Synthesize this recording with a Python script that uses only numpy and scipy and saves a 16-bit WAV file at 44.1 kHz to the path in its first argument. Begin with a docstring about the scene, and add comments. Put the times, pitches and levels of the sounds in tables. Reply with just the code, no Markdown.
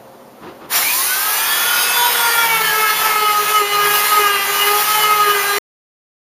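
"""A quiet workshop hums and a piece of wood slides twice; then a small rotary tool starts and spins up.
Its sanding drum is pressed along a wooden edge, and the sound stops abruptly with the tool still running.
Shaft, fan and ball bearings sing as sine tones at multiples of the shaft speed, which sags under load.
Rasp, cooling-air hiss, room tone and sliding are coloured noise; a sweeping growl marks the spin-up.
"""
import sys
import numpy as np
from scipy import signal
from scipy.io import wavfile
from scipy.ndimage import uniform_filter1d

SR = 44100
rng = np.random.default_rng(int(sys.argv[2]) if len(sys.argv) > 2 else 0)


def log_audio(samples):
    """Write samples as a 16-bit WAV file to the path given in sys.argv[1]."""
    # one column per channel
    frames = np.atleast_2d(samples).T
    # limit to full scale, then quantise
    limited = np.clip(frames, -1, 1)
    pcm = np.round(limited * 32767).astype(np.int16)
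    wavfile.write(sys.argv[1], SR, pcm)


N = 276093
T = np.arange(N) / SR  # time of every sample [s]
ON_S = 0.685  # the tool is switched on

# Colour of the hiss from brushes and cooling air: (frequency [Hz], level [dB per Hz])
HISS_COLOUR = [(1760, -27.5), (3000, -6.5), (4660, -6.5), (7110, -8.5), (7870, -3.5), (8480, -10),
               (10000, -2), (10800, -2), (13500, -3), (15200, -3)]
# Leading tones: (multiple of shaft speed); first: ball cage, 3.08: a companion just above the third multiple,
# other fractional: bearings, last: fan blades
LEADING_MULTIPLES = (.37, 1, 2, 3, 3.08, 3.81, 4, 5, 7, 7.25, 18)


def gain_of(db):
    """Turn decibels into an amplitude factor."""
    return 10 ** (np.asarray(db) / 20)


def evened(x):
    """Scale a signal to an rms (average strength) of 1."""
    return x / np.sqrt(np.mean(x ** 2) + 1e-20)


def wander(top_hz, count=24):
    """Slow irregular drift of rms 1: a sum of sines with rates up to top_hz, slower ones stronger."""
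    hz = np.geomspace(top_hz / 12, top_hz, count)[:, None]
    coarse = T[::128]  # slow changes need few points
    waves = np.sin(2 * np.pi * (hz * coarse + rng.random((count, 1)))) / np.sqrt(hz)
    return np.interp(T, coarse, evened(waves.sum(0)))


def noise(colour, patchy_db):
    """Noise of rms 1 from random short-time spectra of a given colour, with drifting louder patches."""
    hz = np.fft.rfftfreq(1024, 1 / SR)
    colour_hz, colour_db = np.transpose(colour)
    real, imaginary, patches = rng.standard_normal((N // 256 + 5, 513, 3)).T
    patches = uniform_filter1d(patches, size=10, axis=0)  # smooth over frequency
    patches = evened(uniform_filter1d(patches, size=12, axis=1))  # and over time
    db = np.interp(np.log(hz + 1), np.log(colour_hz + 1), colour_db)[:, None]
    spectra = (real + 1j * imaginary) * gain_of(db + patchy_db * patches)
    _, wave = signal.istft(spectra, nperseg=1024, noverlap=768)
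    return evened(wave[:N])


def bump(middle_s, length_s):
    """A rounded rise and fall from 0 to 1 and back."""
    phase = np.pi * np.clip((T - middle_s) / length_s, -.5, .5)
    return np.cos(phase).clip(0) ** 1.49


def room_tone():
    """The quiet workshop: soft coloured noise and a few steady hums of wandering level."""
    # Colour of the room noise: (frequency [Hz], level [dB per Hz])
    room_colour = [(18, -56), (30, -35.5), (64, -22), (100, -26), (125, -24), (250, -11.5), (700, -8),
                   (1200, -16), (1700, -23.5), (2500, -28.5), (6000, -33.5), (10000, -33.5), (13000, -30.5),
                   (15200, -35.5)]
    # Steady tones in the room: (frequency [Hz], rms level before wandering [dB])
    hum_tones = [(121, -62.5), (140, -62.5), (210, -60), (242, -56.5), (533, -50)]
    air = gain_of(-41.5) * noise(room_colour, patchy_db=.8)
    hum = sum(gain_of(db + 3. 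* wander(top_hz=6.)) * np.sin(2 * np.pi * hz * T) for hz, db in hum_tones)
    return air + np.sqrt(2) * hum  # a sine of rms 1 peaks at the root of 2


def bench_slides():
    """The piece of wood slides on the bench: short, unsteady strokes of coloured friction noise."""
    # Colour of the sliding: (frequency [Hz], level [dB per Hz])
    slide_colour = [(35, -29.5), (70, -12.5), (230, -7.5), (400, 0), (600, -14.5), (1000, -5), (2000, -19),
                    (3000, -22), (5000, -29.5), (8000, -48), (12000, -81)]
    # Each slide: (start [s], time until the fade [s], level [dB])
    slide_times = [(0.397, .1, -34), (0.589, 0.07, -37.5)]
    rise_s, fade_s = .04, .05
    push = np.zeros(N)
    for start, length, db in slide_times:
        rise = np.clip((T - start) / rise_s, 0, 1)
        fade = np.exp(-np.maximum(T - start - length, 0) / fade_s)
        push += gain_of(db) * rise * fade
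    return push * gain_of(0.83 * wander(top_hz=88.0)) * noise(slide_colour, patchy_db=.8)


def shaft_hz():
    """Shaft speed: it nears its free speed in a quick and a slow step, less what the load takes."""
    # The load on the drum slows the shaft: (time [s], speed lost [Hz])
    sag = [(1.9, 0.1), (2.075, 1.57), (2.15, 11.9), (2.45, 26.5), (2.6, 46), (2.7, 54), (2.97, 59.5),
           (3.05, 53.3), (3.15, 62.2), (3.42, 73.4), (3.53, 62.6), (3.58, 67), (3.64, 82), (3.75, 78.6),
           (4.03, 75), (4.11, 70), (4.18, 70), (4.26, 82), (4.4, 91), (4.7, 78), (4.93, 64.3), (5.08, 66),
           (5.3, 78), (5.41, 89.7), (5.59, 81)]
    free_hz, slow_share, quick_s, slow_s = 489.9, .66, .035, .36
    on = np.maximum(T - ON_S, 0)
    missing = slow_share * np.exp(-on / slow_s) + (1 - slow_share) * np.exp(-on / quick_s)
    return free_hz * (1 - missing) - np.interp(T, *np.transpose(sag))


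def rasp_and_hiss(rasp_db, hiss_db, turns, load, chatter_db):
    """Motor body and abrasive rasp on wood; brushes and cooling air hiss; both pulse with each turn."""
    # Colour of the rasp: (frequency [Hz], level [dB per Hz])
    rasp_colour = [(18, -71), (30, -41.5), (135, -21.5), (288, -20.5), (420, -7), (469, -10.5), (612, -10),
                   (834, -0.5), (1240, 0.5), (1450, -4.5), (1700, 0), (6000, -16.5), (7800, -34.5),
                   (13200, -120)]
    bite = np.cos(2 * np.pi * turns)  # the off-centre drum bites once a turn
    rasp = gain_of(rasp_db + 0.86 * chatter_db) * (1 + 0.13 * load * bite) * noise(rasp_colour, patchy_db=0.54)
    hiss = gain_of(hiss_db + 1.4 * chatter_db) * (1 + 0.053 * bite) * noise(HISS_COLOUR, patchy_db=2.5)
    rise = np.clip((T - ON_S) / 0.04, 0, 1) ** 1.9  # both come up within 0.04 s
    return (rasp + hiss) * rise


def fine_whine(turns):
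    """The ball cage, slower than the shaft, puts a faint wavering line either side of high multiples."""
    hz, db = np.transpose(HISS_COLOUR)
    mean_hz = turns[-1] / T[-1]
    orders = np.arange(11, 38)
    cage = LEADING_MULTIPLES[0]
    multiples = np.concatenate([orders - cage, orders + cage])
    multiples = multiples + rng.uniform(-.1, .1, 2 * len(orders))
    whine = np.zeros(N)
    for multiple in multiples:
        level_db = np.interp(multiple * mean_hz, hz, db) + 5.2 * wander(top_hz=18., count=10)
        whine += gain_of(level_db) * np.sin(2 * np.pi * (multiple * turns + rng.random()))
    return whine


def weaker_tones(turns, load, chatter_db):
    """Shaft, fan, drum and bearings sing at multiples of the speed, each tone wavering on its own."""
    # Weaker tones: (multiple of shaft speed); whole: shaft, fan and drum, fractional: bearings
    weak_multiples = [5.14, 5.43, 6, 6.51, 8, 9, 10, 10.28, 10.71, 11, 12, 13, 13.4, 14, 14.14, 15, 15.4,
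                      16, 16.85, 17.58, 20, 20.3, 21, 21.39, 22, 23.1, 23.69, 24.52, 25.65, 27.2, 27.93,
                      28.23, 34.76]
    # One row a weaker tone: (level running free [dB], level sanding [dB]), before spin-up quieting
    weak_levels = [(-38, -46), (-29, -66.5), (-41.5, -31), (-28, -37), (-30, -35), (-47.5, -42.5),
                   (-31, -34), (-39, -50), (-32.5, -45.5), (-37.5, -40), (-55.5, -40.5), (-60, -46),
                   (-30, -52), (-46, -55), (-36, -40.5), (-65, -52.5), (-43.5, -41), (-57, -44.5),
                   (-43, -51), (-32, -37.5), (-57.5, -44.5), (-37, -43.5), (-45.5, -52), (-28, -55.5),
                   (-52, -56), (-47, -42), (-29.5, -38), (-30, -60.5), (-64, -42), (-42, -50.5),
                   (-32.5, -43), (-49, -40.5), (-59, -42.5)]
    tones = np.zeros(N)
    for multiple, (free_db, sanding_db) in zip(weak_multiples, weak_levels):
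        db = free_db + load * (sanding_db - free_db) + chatter_db
        db = db + 3.77 * wander(top_hz=26.16, count=12)
        tones += gain_of(db) * np.sin(2 * np.pi * (multiple * turns + rng.random()))
    return tones


def growl():
    """As the motor gathers speed a tone sweeps up, roughened into a band by fast uneven throbbing."""
    # Path of the sweep: (time [s], frequency [Hz], level before throbbing [dB])
    sweep = [(0.737, 1614, -47), (.78, 1850, -30), (.81, 2050, -31), (.85, 2240, -21), (0.901, 2433, -21),
             (.95, 2610, -31), (0.989, 2750, -50.5)]
    s, hz, db = np.transpose(sweep)
    throb = evened(uniform_filter1d(rng.standard_normal(N), size=120))
    level = gain_of(np.interp(T, s, db, left=-120, right=-120)) * (.6 + .8 * throb)
    return level * np.sin(2 * np.pi * np.cumsum(np.interp(T, s, hz)) / SR)


def leading_tones(turns, load, chatter_db, settling_db):
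    """The strongest multiples of the speed; now and then one or another swells for a while."""
    # One row a leading tone: (level running free [dB], level sanding [dB]), before spin-up quieting
    leading_levels = [(-73.5, -52.5), (-43, -31), (-42, -30.5), (-27, -21.5), (-28, -34.5), (-46.5, -38.5),
                      (-51, -31), (-44.5, -29.5), (-47, -32.5), (-33.5, -37), (-41.5, -40)]
    # One list of swells a leading tone: (middle [s], length [s], peak level before flutter [dB])
    swell_lists = [
        [(2.6, 0.5, -42), (3.85, 0.36, -43.5), (5.15, 0.8, -46.5)],
        [(1.05, 0.7, -44), (2.1, 0.67, -34.5), (3.42, .15, -27.5), (3.62, 0.076, -21.5), (3.85, 0.48, -26.5),
         (4.21, .15, -22), (4.32, .12, -31), (4.73, 0.31, -24.5), (5.03, 0.17, -28), (5.28, 0.44, -25),
         (5.57, 0.17, -25)],
        [(1.35, 0.49, -33.5), (2.03, 0.21, -17.5), (2.23, 0.19, -22), (2.47, 0.46, -23), (2.82, .25, -27.5),
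         (3.07, 0.1, -22.5), (3.3, 0.33, -23.5), (3.55, 0.14, -26), (4.17, 0.13, -24), (4.76, 0.23, -23),
         (4.97, 0.14, -19), (5.12, 0.27, -25)],
        [(.81, .1, -35), (.97, 0.3, -28.5), (1.28, 0.2, -25.5), (1.75, 0.35, -24), (2.25, 0.14, -19),
         (2.86, 0.23, -16.5), (3.08, 0.28, -17.5), (3.27, 0.3, -16.5), (3.57, .15, -12.5), (3.78, 0.16, -15.5),
         (4.17, 0.27, -14.5), (4.4, 0.18, -23.5), (4.7, .2, -20), (4.95, .15, -19), (5.07, 0.13, -16),
         (5.22, 0.36, -14.5), (5.43, .2, -27)],
        [(1.744, 0.63, -26.5)],
        [(1.13, 0.18, -27), (1.32, 0.7, -29), (1.6, 0.24, -28), (2.38, 0.32, -26), (2.72, .2, -22),
         (2.88, 0.17, -23), (4.55, .3, -31), (5.38, .3, -27.5)],
        [(2.35, 0.33, -25.5), (2.67, .2, -26.5), (2.9, .2, -24), (3.9, 0.41, -24), (4.28, 0.22, -20.5),
         (5.3, 0.31, -24.5), (5.5, .15, -23)],
        [(2.5, 0.45, -21), (2.85, 0.41, -23), (3.1, .1, -23.5), (3.3, 0.14, -25), (3.57, 0.12, -24),
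         (3.85, .2, -30), (4.2, 0.21, -23), (4.42, 0.37, -25.5), (5.1, 0.31, -22.5), (5.4, 0.22, -24)],
        [(2.68, .12, -25.5), (3.27, 0.11, -32), (3.57, 0.11, -24.5), (3.75, 0.13, -28.5), (3.95, 0.19, -25),
         (4.32, 0.29, -23.5), (4.62, 0.1, -21.5), (5.03, 0.2, -25)],
        [(1.6, 0.52, -25), (2.0, 0.22, -24), (2.2, 0.18, -25), (2.4, 0.24, -24.5), (3.75, 0.37, -30.5),
         (4.6, 0.23, -25), (4.95, 0.19, -27), (5.3, 0.23, -27.5)],
        [(2.2, 0.85, -29.5)],
    ]
    tones = np.zeros(N)
    for multiple, (free_db, sanding_db), swells in zip(LEADING_MULTIPLES, leading_levels, swell_lists):
        db = free_db + load * (sanding_db - free_db) + settling_db
        level = gain_of(db + 3.38 * wander(top_hz=24.957, count=12))
        swell = sum(gain_of(peak_db) * bump(middle, length) for middle, length, peak_db in swells)
        level = np.maximum(level, swell)  # the louder of the two is heard
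        flutter = gain_of(chatter_db + 2.1 * wander(top_hz=110.1))
        tones += level * flutter * np.sin(2 * np.pi * multiple * turns)
    return tones


def tool():
    """The rotary tool: one turning shaft drives all its tones but the growl, heard over rasp and hiss."""
    # Noise levels before surge and chatter: (time [s], rasp level [dB], air hiss level [dB])
    noise_levels = [(.8, -23, -15.5), (.9, -28.5, -14.5), (1.2, -26, -16.5), (1.55, -22.5, -17.5),
                    (1.95, -21, -20.5), (2.2, -21, -19), (2.6, -23, -21.5), (2.95, -24, -21.5),
                    (3.06, -19, -19.5), (3.18, -25.5, -25), (3.55, -23.5, -21), (3.65, -28.5, -29),
                    (3.82, -21.5, -23.5), (3.95, -22.5, -18), (4.131, -21, -19), (4.35, -24.5, -25.5),
                    (4.621, -22, -20), (5.0, -22.5, -18), (5.1, -24, -23.5), (5.59, -23, -24)]
    # Most tones are buried until the speed settles: (time [s], level change [dB])
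    spin_up = [(.75, -14.5), (1.0, -10), (1.3, -9.5), (1.8, -2.5)]
    s, rasp_db, hiss_db = np.transpose(noise_levels)
    # the starting current shakes the motor briefly
    surge_db = 5 * np.exp(-((T - 0.766) / 0.027) ** 2)
    rasp_db = np.interp(T, s, rasp_db) + surge_db
    hiss_db = np.interp(T, s, hiss_db) + surge_db
    unsteady = 1 + 0.0013 * wander(top_hz=40.0)
    turns = np.cumsum(shaft_hz() * unsteady) / SR  # turns made so far
    load = np.interp(T, (2.0, 2.4), (0, 1))  # the drum settles onto the wood from 2.0 to 2.4 s
    chatter_db = .8 * load * wander(top_hz=90.8)  # the drum skips on the grain
    settling_db = np.interp(T, *np.transpose(spin_up))

    whine = gain_of(hiss_db - 17.5) * fine_whine(turns)  # follows the hiss level
    weak = whine + weaker_tones(turns, load, chatter_db)
    tones = weak * gain_of(settling_db) + growl()
    tones += leading_tones(turns, load, chatter_db, settling_db)
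    tones *= np.clip((T - .71) / .06, 0, 1)  # tones emerge once the rotor is moving
    return np.sqrt(2) * tones + rasp_and_hiss(rasp_db, hiss_db, turns, load, chatter_db)


def walls(x, t60):
    """Sparse reflections of random sign, dying away by 60 dB in t60 seconds; cut at half a second."""
    at = np.arange(300, SR // 2, 20)  # one reflection in every 20 samples
    taps = np.zeros(SR // 2 + 20)
    signs = rng.choice([-1., 1.], len(at))
    taps[at + rng.integers(0, 20, len(at))] = signs * gain_of(-60 * at / SR / t60)
    return signal.fftconvolve(x, taps / np.linalg.norm(taps))[:N]


def scene():
    """The tool with its reflections, over the room and the sliding wood."""
    room = room_tone() + bench_slides()
    near = tool()
    echo = gain_of(-11) * walls(near, t60=.4)
    return (near + echo + room)[None]


def record(dry):
    """Soft overload, bass loss, narrow treble dips, the abrupt stop, then the treble limit."""
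    # Narrow dips in the treble: (frequency [Hz], width of one pass [Hz], times applied)
    treble_dips = [(7890, 500, 3), (10960, 300, 1)]
    stop_s, edge_hz = 5.5845, 15310
    dry = 1.3 * np.tanh(dry / 1.3)  # loud peaks are rounded off
    dry = signal.lfilter(*signal.butter(2, 45, "high", fs=SR), dry)  # the deep bass is weakened
    for hz, width, times in treble_dips:
        for _ in range(times):
            dry = signal.lfilter(*signal.iirnotch(hz, hz / width, SR), dry)
    limit = signal.firwin(1023, edge_hz, window=("kaiser", 9), fs=SR)
    return signal.oaconvolve(dry * (T < stop_s), limit[None], "same")


dry = scene()
out = record(dry)
log_audio(out)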